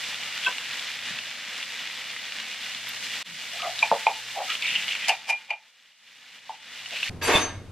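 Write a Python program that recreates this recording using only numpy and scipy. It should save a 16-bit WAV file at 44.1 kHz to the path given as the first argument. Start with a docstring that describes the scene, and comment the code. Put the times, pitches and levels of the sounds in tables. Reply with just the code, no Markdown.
"""Corn and scallions sizzle in a nonstick pan in a small kitchen: steam bubbles burst and fat spits. From about
3.5 s a wooden spatula rubs, knocks and stirs, and is then tapped clean on the ringing pan. Meanwhile the frying
sinks away; it swells again until the scene changes at 7.1 s. Last, over a low rumble, metal slides on metal and
rings. Left and right differ most in the treble."""
import sys
import numpy as np
from scipy import signal
from scipy.fft import rfft, irfft
from scipy.io import wavfile

SR = 44100
rng = np.random.default_rng(int(sys.argv[2]) if len(sys.argv) > 2 else 0)


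def master_out(mix):
    """Clip the mix to full scale and print it as 16-bit PCM to the path in sys.argv[1]."""
    frames = np.transpose(np.atleast_2d(mix))
    ceiling = np.clip(frames, -1, 1)
    pcm = np.round(ceiling * 32767).astype(np.int16)
    wavfile.write(sys.argv[1], SR, pcm)


N = 340011
T = np.arange(N) / SR  # the time of each sample
HZ = np.maximum(np.arange(N + 1) * SR / (2 * N), 1)  # the frequencies that shape() works on


def undb(db):
    """Turn decibels into a number to multiply by."""
    return 10 ** (np.asarray(db) / 20)


def unit(x):
    """Scale a sound to an average strength (rms) of 1."""
    return x / np.sqrt(np.mean(x ** 2) + 1e-30)


def curves(rows):
    """Join the points of each column with straight lines in time."""
    times, *columns = np.transpose(rows)
    return [np.interp(T, times, column) for column in columns]


def ramp(middle_s, length_s):
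    """Rise from 0 to 1, centred on a time."""
    return np.clip((T - middle_s) / length_s + .5, 0, 1)


def response(points):
    """Turn (pitch_hz, level_db) points into a gain for every frequency."""
    hz, db = np.transpose(points)
    return undb(np.interp(np.log(HZ), np.log(hz), db))


def shape(x, gain):
    """Make each frequency of a sound louder or softer by its gain."""
    return irfft(rfft(x, 2 * N) * gain)[:N]


def resonate(x, hz, width_hz):
    """Let through a band around one pitch, as a resonance does."""
    return signal.lfilter(*signal.iirpeak(min(hz, .45 * SR), hz / width_hz, fs=SR), x + 1e-18)


def highpass(x, hz):
    """Take away the bass, of which small objects give off little."""
    return signal.sosfilt(signal.butter(2, hz, "high", fs=SR, output="sos"), x)


def ring(hz, ring_s, size=8000):
    """A struck tone that fades by 60 dB in ring_s."""
    return np.sin(2 * np.pi * hz * T[:size]) * np.exp(-np.log(1000) * T[:size] / ring_s)


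def add(track, start_s, sound):
    """Mix a sound into a track at a time."""
    i = max(int(start_s * SR), 0)
    track[i:i + len(sound)] += sound[:N - i]


def clicks(per_s, spread_db):
    """Random clicks, many small and a few large."""
    size = undb(spread_db * np.minimum(rng.exponential(size=N), 6))
    return unit((rng.random(N) < per_s / SR) * size * rng.choice([-1, 1], N))


def wander(per_s):
    """A random curve around 0 that heads for a new value per_s times a second."""
    return np.interp(T * per_s, np.arange(2000), rng.standard_normal(2000))


def kitchen(x, dull_hz, early_db=-6, tail_db=-17, tail_s=0.3):
    """Hob, hood and cupboards echo within about 40 ms; a short dull tail follows."""
    t = T[:SR // 2]
    early = rng.standard_normal(len(t)) * (t > .005) / (1 + (t / 0.039) ** 8)
    tail = rng.standard_normal(len(t)) * (t > .02) * np.exp(-np.log(1000) * t / tail_s)
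    echo = (undb(early_db) * unit(early) + undb(tail_db) * unit(tail)) / np.sqrt(len(t))
    return shape(signal.fftconvolve(x, echo)[:N], 1 / np.sqrt(1 + (HZ / dull_hz) ** 2))


def place(source, width, room_db, dull_hz=6000):
    """Play a source twice with echoes: once for what both ears share, once for how they differ."""
    front, across = source(), source()
    mid = front + undb(room_db) * kitchen(front, dull_hz)
    side = shape(across, 1j) + undb(room_db) * kitchen(across, dull_hz)  # 1j: a quarter-cycle shift
    side = shape(side, response(width))
    return np.array([mid + side, mid - side])


# The tone colour of the rumble: pitch_hz, level_db
RUMBLE_COLOUR = [(25, -6), (60, -7), (93, 5.5), (125, -4.5), (190, -9), (290, -10.5), (450, -15),
                 (1000, -24), (3000, -31.5), (8000, -42), (11500, -46.5), (15000, -66)]
def rumble(start_s=7.095, level_db=-41.5, settle_s=.09):
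    """A low, wavering drone, like a burner or fan, that starts louder and settles."""
    noise = unit(shape(rng.standard_normal(N), response(RUMBLE_COLOUR)))
    drone = undb(-6 + 3 * wander(14)) * np.sin(2 * np.pi * 93 * T)
    surge_db = 5 * np.exp(-np.maximum(T - start_s, 0) / settle_s)
    return unit(noise + drone) * undb(level_db + surge_db) * ramp(start_s, 0.0043)


def drags(rows, grain_db=-15, grain_width_hz=300):
    """Surfaces stick and slip, which keeps a tone going for a moment inside a grainy scrape."""
    out, t = np.zeros(N), T[:SR // 4] - 1 / 8
    for middle_s, half_s, db, hz, width_hz in rows:
        swell = np.exp(-(t / half_s) ** 2 / 2)
        tone = resonate(resonate(rng.standard_normal(len(t)), hz, width_hz), hz, 2 * width_hz)
        slips = rng.standard_normal(len(t)) ** 3
        grain = resonate(resonate(slips, hz, min(grain_width_hz, hz)), hz, hz)
        rub = unit(swell * tone) + undb(grain_db) * unit(np.sqrt(swell) * grain)
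        add(out, middle_s + t[0], undb(db) * rub * np.sqrt(np.mean(swell ** 2)))
    return out


# Groans of the sliding metal: middle_s, half_length_s, level_db, pitch_hz, width_hz
GROANS = [(7.298, 0.013, -24.5, 465, 65), (7.29, 0.0099, -30, 650, 160), (7.358, .008, -26.5, 373, 37)]
def metal_groans():
    """The metal groans as it presses down and again, lower, at the bump."""
    return drags(GROANS)


# Lower tones that the friction stirs up: pitch_hz, width_hz, level_db
SLIDE_BODY = [(279, 20, 4), (359, 22, 0), (472, 27, -0.5), (596, 26, -1.5), (653, 18, -3), (748, 22, -2),
              (918, 36, 2.5), (1123, 27, 4), (1235, 19, -10), (1620, 37, 5), (1770, 26, 1), (2150, 33, -3)]
# The tone colour of the friction: pitch_hz, level_db
SLIDE_COLOUR = [(60, -37), (150, -18), (300, -3), (480, -3), (1100, -3), (1400, -5.5), (2600, -3.5),
                (3300, -7), (5000, -15.5), (7600, -22.5), (10000, -35), (13000, -62), (15000, -70)]
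# The metal's high ringing tones: pitch_hz, level_db, ring_s, strongest_push_s
METAL_TONES = [(2516, -24, 0.064, 7.35), (2570, -28, .06, 7.30), (2640, -24.5, 0.057, 7.34),
               (3540, -32, 0.11, 7.34), (3690, -36, 0.48, 7.36), (4603, -36, 0.32, 7.35),
               (4650, -34, 0.14, 7.23), (4910, -44, 0.34, 7.35), (5453, -53, 0.28, 7.35),
               (5922, -47, .4, 7.36), (5950, -41, .15, 7.24), (6350, -41, .1, 7.23),
               (6280, -32.5, 0.31, 7.41), (7530, -39.5, 0.088, 7.34), (7607, -38.5, .089, 7.245),
               (8290, -49, 0.46, 7.35), (9205, -44, .12, 7.25), (9275, -44, .2, 7.37),
               (9350, -47, .08, 7.27), (10190, -48, .07, 7.235), (10174, -42, .28, 7.345),
               (11440, -46, 0.1, 7.33), (11623, -43, .12, 7.235), (11600, -48, 0.1, 7.32),
               (13695, -57, .05, 7.23)]
def metal_slide(touch_s=7.217, press_s=7.276, bump_s=7.353, lift_s=7.368, boost_db=1):
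    """Metal drags over metal: rough friction, heavier midway, one bump, and high tones that ring on."""
    landed, pressing = ramp(touch_s, 0.012), ramp(press_s, 0.012)
    level_db = -28 + 6 * pressing - 139 * np.maximum(T - lift_s, 0)
    bass_db = -5 + 7.5 * pressing  # weight on the contact lifts the lows
    grit = clicks(7000, 1.9)
    body = sum(undb(db + boost_db) * resonate(grit, hz, width_hz) for hz, width_hz, db in SLIDE_BODY)
    friction = unit(shape(grit + body, response(SLIDE_COLOUR)))
    bass = shape(friction, 1 / (1 + (HZ / 1400) ** 4))
    out = (friction + bass * (undb(bass_db) - 1)) * undb(level_db) * landed
    parting_s = 0.074
    touching = landed * (1 - ramp(lift_s + parting_s / 2, parting_s))
    for hz, db, ring_s, push_s in METAL_TONES:
        push = touching * (0.13 + np.exp(-((T - push_s) / 0.017) ** 2))
        swing = signal.lfilter([1], [1, -np.exp(-np.log(1000) / (ring_s * SR))], push + 1e-18)
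        jolts = 0.99 * touching * wander(125) + 2 * np.pi * rng.random()  # contact upsets the phase
        flutter_db = (4.4 * touching + 2) * wander(50)
        tone = np.sin(2 * np.pi * hz * T + jolts)
        out += undb(db + boost_db + flutter_db) * swing / swing.max() * tone
    bump = ring(125, 0.036) + ring(199, 0.062) + ring(368, 0.052) + ring(970, .025)
    add(out, bump_s, undb(-21) * bump)
    return out


# The spatula dragging on the pan: middle_s, half_length_s, level_db, pitch_hz, width_hz
RUBS = [(3.56, 0.021, -46, 674, 90), (3.603, 0.0037, -36, 1220, 120), (3.645, 0.018, -34.5, 1225, 130),
        (3.65, 0.0064, -38, 2040, 80), (3.666, 0.019, -29.5, 698, 50), (3.93, 0.0073, -25, 562, 90),
        (4.396, 0.022, -30, 740, 140), (4.508, 0.016, -36.5, 1305, 110), (6.933, 0.0097, -43.5, 626, 120)]
# The pan nudged on the hob: middle_s, half_length_s, level_db
NUDGES = [(1.112, 0.0037, -43), (3.325, 0.039, -55), (3.918, 0.0022, -33), (4.753, 0.089, -60)]
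# The tones in one squeak of the wooden edge: pitch_hz, width_hz, level_db, half_length_s
SQUEAK_TONES = [(559, 420, -40, 0.011), (1030, 150, -29.5, 0.0091), (1550, 19, -23.5, 0.009),
                (2673, 58, -19, 0.0031), (3290, 220, -30.5, 0.014)]
def spatula_rubs(nudge_hz=176, nudge_width_hz=81, squeak_s=.4735, lag_s_per_octave=0.008):
    """The wooden edge drags, nudges the pan and squeaks; it slows, so lower squeak tones come later."""
    nudges = [(middle_s, half_s, db, nudge_hz, nudge_width_hz) for middle_s, half_s, db in NUDGES]
    squeak = [(squeak_s - lag_s_per_octave * np.log2(hz / 1592), half_s, db, hz, width_hz)
              for hz, width_hz, db, half_s in SQUEAK_TONES]
    return highpass(drags(list(RUBS) + nudges + squeak), 110)


# The tones of the struck pan: pitch_hz, level_db, ring_s
PAN_TONES = [(540, -11, 0.076), (598, -4.5, .06), (695, -0.5, .1), (793, 4, 0.065), (880, 6, .12),
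             (946, -11, 0.17), (2030, -12, 0.036), (2324, -6, 0.032), (2413, 3, 0.084), (2650, -4, 0.025),
             (2794, -2, .04), (2966, -2.5, 0.03), (4600, -19.5, 0.044), (6260, -24, 0.029)]
# Spatula knocks. Low, upper and top adjust groups of tones; ring_ratio scales how long the last two ring.
# start_s, level_db, low_db, upper_db, top_db, ring_ratio, rise_s, chatter_db, chatter_treble_db
KNOCKS = [(3.8268, -16.5, 1, 14.5, 6, 0.49, 0.0015, -18.5, -20),
          (3.915, -10, 5, -15, -25, .4, 0.00059, -34, -30),
          (4.0672, -8, -3.5, -2.5, -8, 0.56, 0.0009, -19, -28), (5.083, -38, 7, 7, 23, .7, .001, -26, 6),
          (5.0917, -18, 4.5, 1, 17, 1.06, 0.0014, -18, -2), (5.102, -32, 9, 7, 15, 1.5, 0.0011, -28, -12),
          (5.116, -32, 2, 17, 12, 1.2, .006, -35, -10), (5.2905, -33, 3, 13, 17, 1.1, 0.00056, -43, -3),
          (5.298, -23, -1, 17, 16, 0.69, 0.0042, -23.5, -1),
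          (5.323, -32, -5, 19, 6, 1.72, 0.0065, -31.5, -12),
          (5.504, -27, 3, 14.5, 17, .9, 0.0019, -25.5, -28), (5.527, -36, -3, 18, 14, 1.06, .005, -38, -30),
          (6.494, -24, -10, -28, -28, .5, 0.0014, -56, -30)]
def spatula_knocks(low_hz=750, upper_hz=1500, top_hz=2520, chatter_s=0.0077, scratch_s=.007):
    """Wood skids in, chatters and cracks down, ringing the pan; left there, it chokes the high tones."""
    out, chatter, scratch, cracks = np.zeros((4, N))
    for start_s, db, low_db, upper_db, top_db, ring_ratio, rise_s, chatter_db, treble_db in KNOCKS:
        knock = 0
        for hz, tone_db, ring_s in PAN_TONES:
            group_db = [low_db, 0, upper_db, top_db][np.searchsorted([low_hz, upper_hz, top_hz], hz)]
            knock += undb(tone_db + group_db) * ring(hz, ring_s * (1 if hz < upper_hz else ring_ratio))
        push = 1 - np.exp(-(T[:len(knock)] / rise_s) ** 2)  # a glancing blow takes hold gradually
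        add(out, start_s, undb(db) * knock * push / 2)
        add(cracks, start_s + rise_s, undb(chatter_db + treble_db + 10) * ring(3600, 0.0011))
        since = T - start_s - rise_s
        skid_s = 3.14 * rise_s  # the more glancing the blow, the longer the skid
        contact = lambda fade_s: np.exp(-np.abs(since) / np.where(since < 0, skid_s, fade_s))
        chatter += undb(chatter_db) * contact(chatter_s)
        scratch += undb(chatter_db + treble_db) * contact(scratch_s)
    grit = clicks(6000, 2.5)
    woody = resonate(resonate(grit * chatter, 800, 220), 740, 430)
    bite = resonate(resonate(grit * chatter, 2450, 390), 2530, 1500)
    scrape = resonate(resonate(grit * scratch, 2900, 4600), 3700, 4900)
    scrape += resonate(grit * scratch, 4750, 350)
    out += 3.8 * woody + 4.6 * bite + scrape + cracks / 2
    return highpass(highpass(out, 470), 470)


# Strokes through the vegetables: middle_s, half_length_s, level_db, pitch_hz, pitch_spread_ratio
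STROKES = [(4.514, 0.016, -28.5, 2760, 0.26), (4.646, 0.014, -25, 2540, 0.093),
           (4.697, 0.026, -25.5, 2610, .18), (4.76, .009, -20, 2920, 0.048),
           (4.791, 0.026, -31.5, 2600, .12), (4.915, 0.019, -28, 2790, 0.136),
           (5.032, .05, -31.5, 2580, 0.187), (6.957, .028, -33.5, 2800, 0.045),
           (7.032, .004, -22.5, 2780, 0.046), (7.058, 0.022, -32.5, 2780, 0.24)]
def stirring(bubbles=70, ring_s=0.024, spread_db=3.5):
    """Wet vegetables pushed over hot metal: each stroke sets off a swarm of tiny ringing bubbles."""
    out = np.zeros(N)
    for middle_s, half_s, db, hz, scatter in STROKES:
        swarm = np.zeros(SR)  # one second, with the stroke in the middle
        for when, pitch, size, sign in np.clip(rng.standard_normal((bubbles, 4)), -2, 2):
            bubble = ring(hz * np.exp(scatter * pitch), ring_s, size=1500)
            add(swarm, .5 + half_s * when, np.sign(sign) * undb(spread_db * size) * bubble)
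        swarm = resonate(swarm, 2750, 2200)
        add(out, middle_s - .5, undb(db) * unit(swarm) * np.sqrt(half_s * np.sqrt(np.pi)))
    return out


# The loudest spits of fat: start_s, level_db, pitch_hz
SPITS = [(.153, -25, 2880), (.234, -27, 2950), (.430, -20, 3010), (.437, -19, 2400), (.448, -14, 3040),
         (.583, -13, 2850), (.710, -21, 2820), (.794, -18, 3370), (.819, -21, 2380), (.889, -22, 2400),
         (.991, -21.5, 2830), (1.077, -23, 2050), (1.181, -29, 2780), (1.188, -13.5, 2720),
         (1.212, -23, 2980), (1.628, -13, 2800), (1.900, -19.5, 2400), (2.164, -20, 2090),
         (2.322, -17, 2810), (2.748, -17, 3420), (2.871, -18.5, 2800), (2.89, -28, 12200),
         (2.967, -22, 2830), (3.620, -12, 2930), (3.791, -12, 3730), (4.502, -8.5, 3050),
         (4.553, -12, 2740), (4.623, -14, 3550), (4.632, -17.5, 2700), (4.668, -15, 3120),
         (4.754, -16, 2900), (4.825, -18, 2550), (4.881, -12.5, 2870), (4.888, -11, 2920),
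         (4.953, -13.5, 2390), (6.860, -18.5, 2960), (6.935, -19, 2720), (6.963, -21, 2750),
         (7.03, -10, 2830)]
def spits(gain_db=-3, ring_s=0.02, spray_s=.005, small_count=22):
    """Large drops burst with a crack, a little spray and a short ring; smaller ones come at random."""
    out, fry_db = np.zeros(N), curves(FRYING)[0]
    small = [(T[i], fry_db[i] + 6.5, 2880 * rng.normal(1, 0.024))
             for i in rng.integers(N, size=small_count)]
    for start_s, db, hz in small + list(SPITS):
        tone = 0.29 * ring(hz, ring_s)
        spray = rng.standard_normal(len(tone)) * np.exp(-T[:len(tone)] / spray_s)
        crack = 2.6 * ring(hz, 0.00087)
        pop = resonate(tone + resonate(spray, hz, 1000) + crack, hz, 1700)
        add(out, start_s, undb(db + gain_db) * pop / np.abs(pop).max())
    return out


# How hard the food fries: time_s, level_db, extra_treble_db
FRYING = [(0, -32.5, 0.5), (1.2, -34.5, -2), (2.5, -36, -1), (3.2, -34, 2), (3.3, -38.5, 3),
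          (3.58, -36.5, 2), (3.8, -35, 2.5), (4.2, -38.5, 4), (4.7, -32.5, 1.5), (5.1, -35.5, 0),
          (5.2, -41, -3), (5.6, -57, 0), (5.9, -58.5, 2), (6.2, -49.5, 0.5), (6.62, -45.5, -3.5),
          (7.0, -35, 1)]
# Pitches that the pan lends to the frying: pitch_hz, width_hz, level_db
PAN_COLOUR = [(1950, 67, -10), (2420, 90, -9), (2868, 67, -1), (3500, 250, -6)]
# The tone colour of the frying: pitch_hz, level_db
FRY_COLOUR = [(30, -36), (60, -15.5), (112, -18), (170, -5.5), (250, -4), (370, -17), (500, -6.5),
              (890, -11), (1150, -11), (1980, -2.5), (2880, -3), (4200, -7), (7840, -18), (10500, -28.5),
              (12600, -26), (15800, -40)]
def sizzle(snap_db=-8, hiss_db=-6.5, crackle_db=-11, flutter_db=1.58, hum_db=-30.5):
    """Steam bubbles burst in the oil: pops, snaps, a fine hiss and lone crackles over the stove's hum."""
    level_db, treble_db = curves(FRYING)
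    pops = sum(resonate(clicks(600, 0.8), hz, hz / 3) * undb(wander(15))
               for hz in np.geomspace(900, 14000, num=10))
    snaps = undb(snap_db) * highpass(clicks(2200, 1.6), 840)
    hiss = undb(hiss_db) * rng.standard_normal(N)
    crackles = 2 * resonate(highpass(clicks(160, 2.1), 900), 2800, 3600)
    bursts = unit(unit(pops) + snaps + hiss) + undb(crackle_db) * crackles
    bursts += sum(undb(db) * resonate(bursts, hz, width_hz) for hz, width_hz, db in PAN_COLOUR)
    fry = unit(shape(bursts, response(FRY_COLOUR))) * undb(flutter_db * wander(22))
    treble = shape(fry, HZ ** 2 / (HZ ** 2 + 4500 ** 2))
    hum = undb(hum_db + 4.5 * wander(7)) * np.sin(2 * np.pi * 120 * T)
    return (fry + treble * (undb(treble_db) - 1) + hum) * undb(level_db - 0.5)


def dip_and_stop(dip_s=3.228, dip_db=-28.5, hold_s=.016, recover_s=0.04, stop_s=7.097, edge_s=0.0034):
    """A volume curve for the frying: the level dips for an instant and recovers; later the sound is cut off as
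    the scene changes."""
    dip = ramp(dip_s, edge_s) * np.exp(-np.maximum(T - dip_s - hold_s, 0) / recover_s)
    return (1 - dip * (1 - undb(dip_db))) * (1 - ramp(stop_s, edge_s))


# How much left and right differ, for the pan and for the metal: pitch_hz, side_minus_mid_db
PAN_WIDTH = [(30, -1), (60, -21.5), (200, -15.5), (370, -6.5), (700, -20.5), (1400, -36), (2400, -28.5),
             (3300, -17), (4400, -5), (6000, -1.5), (8100, 2.5), (11000, 9), (15000, -4.5)]
METAL_WIDTH = [(30, -9), (80, -24), (200, -10), (700, -17), (1300, -14.5), (2400, -12), (4400, -4),
               (8100, -1), (15000, 11)]
def scene():
    """Put the frying, the spatula and the metal in the kitchen; the knocks echo most."""
    food = place(lambda: sizzle() + spits() + stirring(), PAN_WIDTH, room_db=-5) * dip_and_stop()
    knocks = place(spatula_knocks, PAN_WIDTH, room_db=0, dull_hz=1900)
    rubs = place(spatula_rubs, PAN_WIDTH, room_db=-1.5)
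    metal = place(lambda: metal_slide() + metal_groans() + rumble(), METAL_WIDTH, room_db=-4.5)
    return food + knocks + rubs + metal


def record(dry):
    """Cut away the very highest treble."""
    return signal.sosfilt(signal.ellip(10, .2, 80, 15850, fs=SR, output="sos"), dry)


dry = scene()
out = record(dry)
master_out(out)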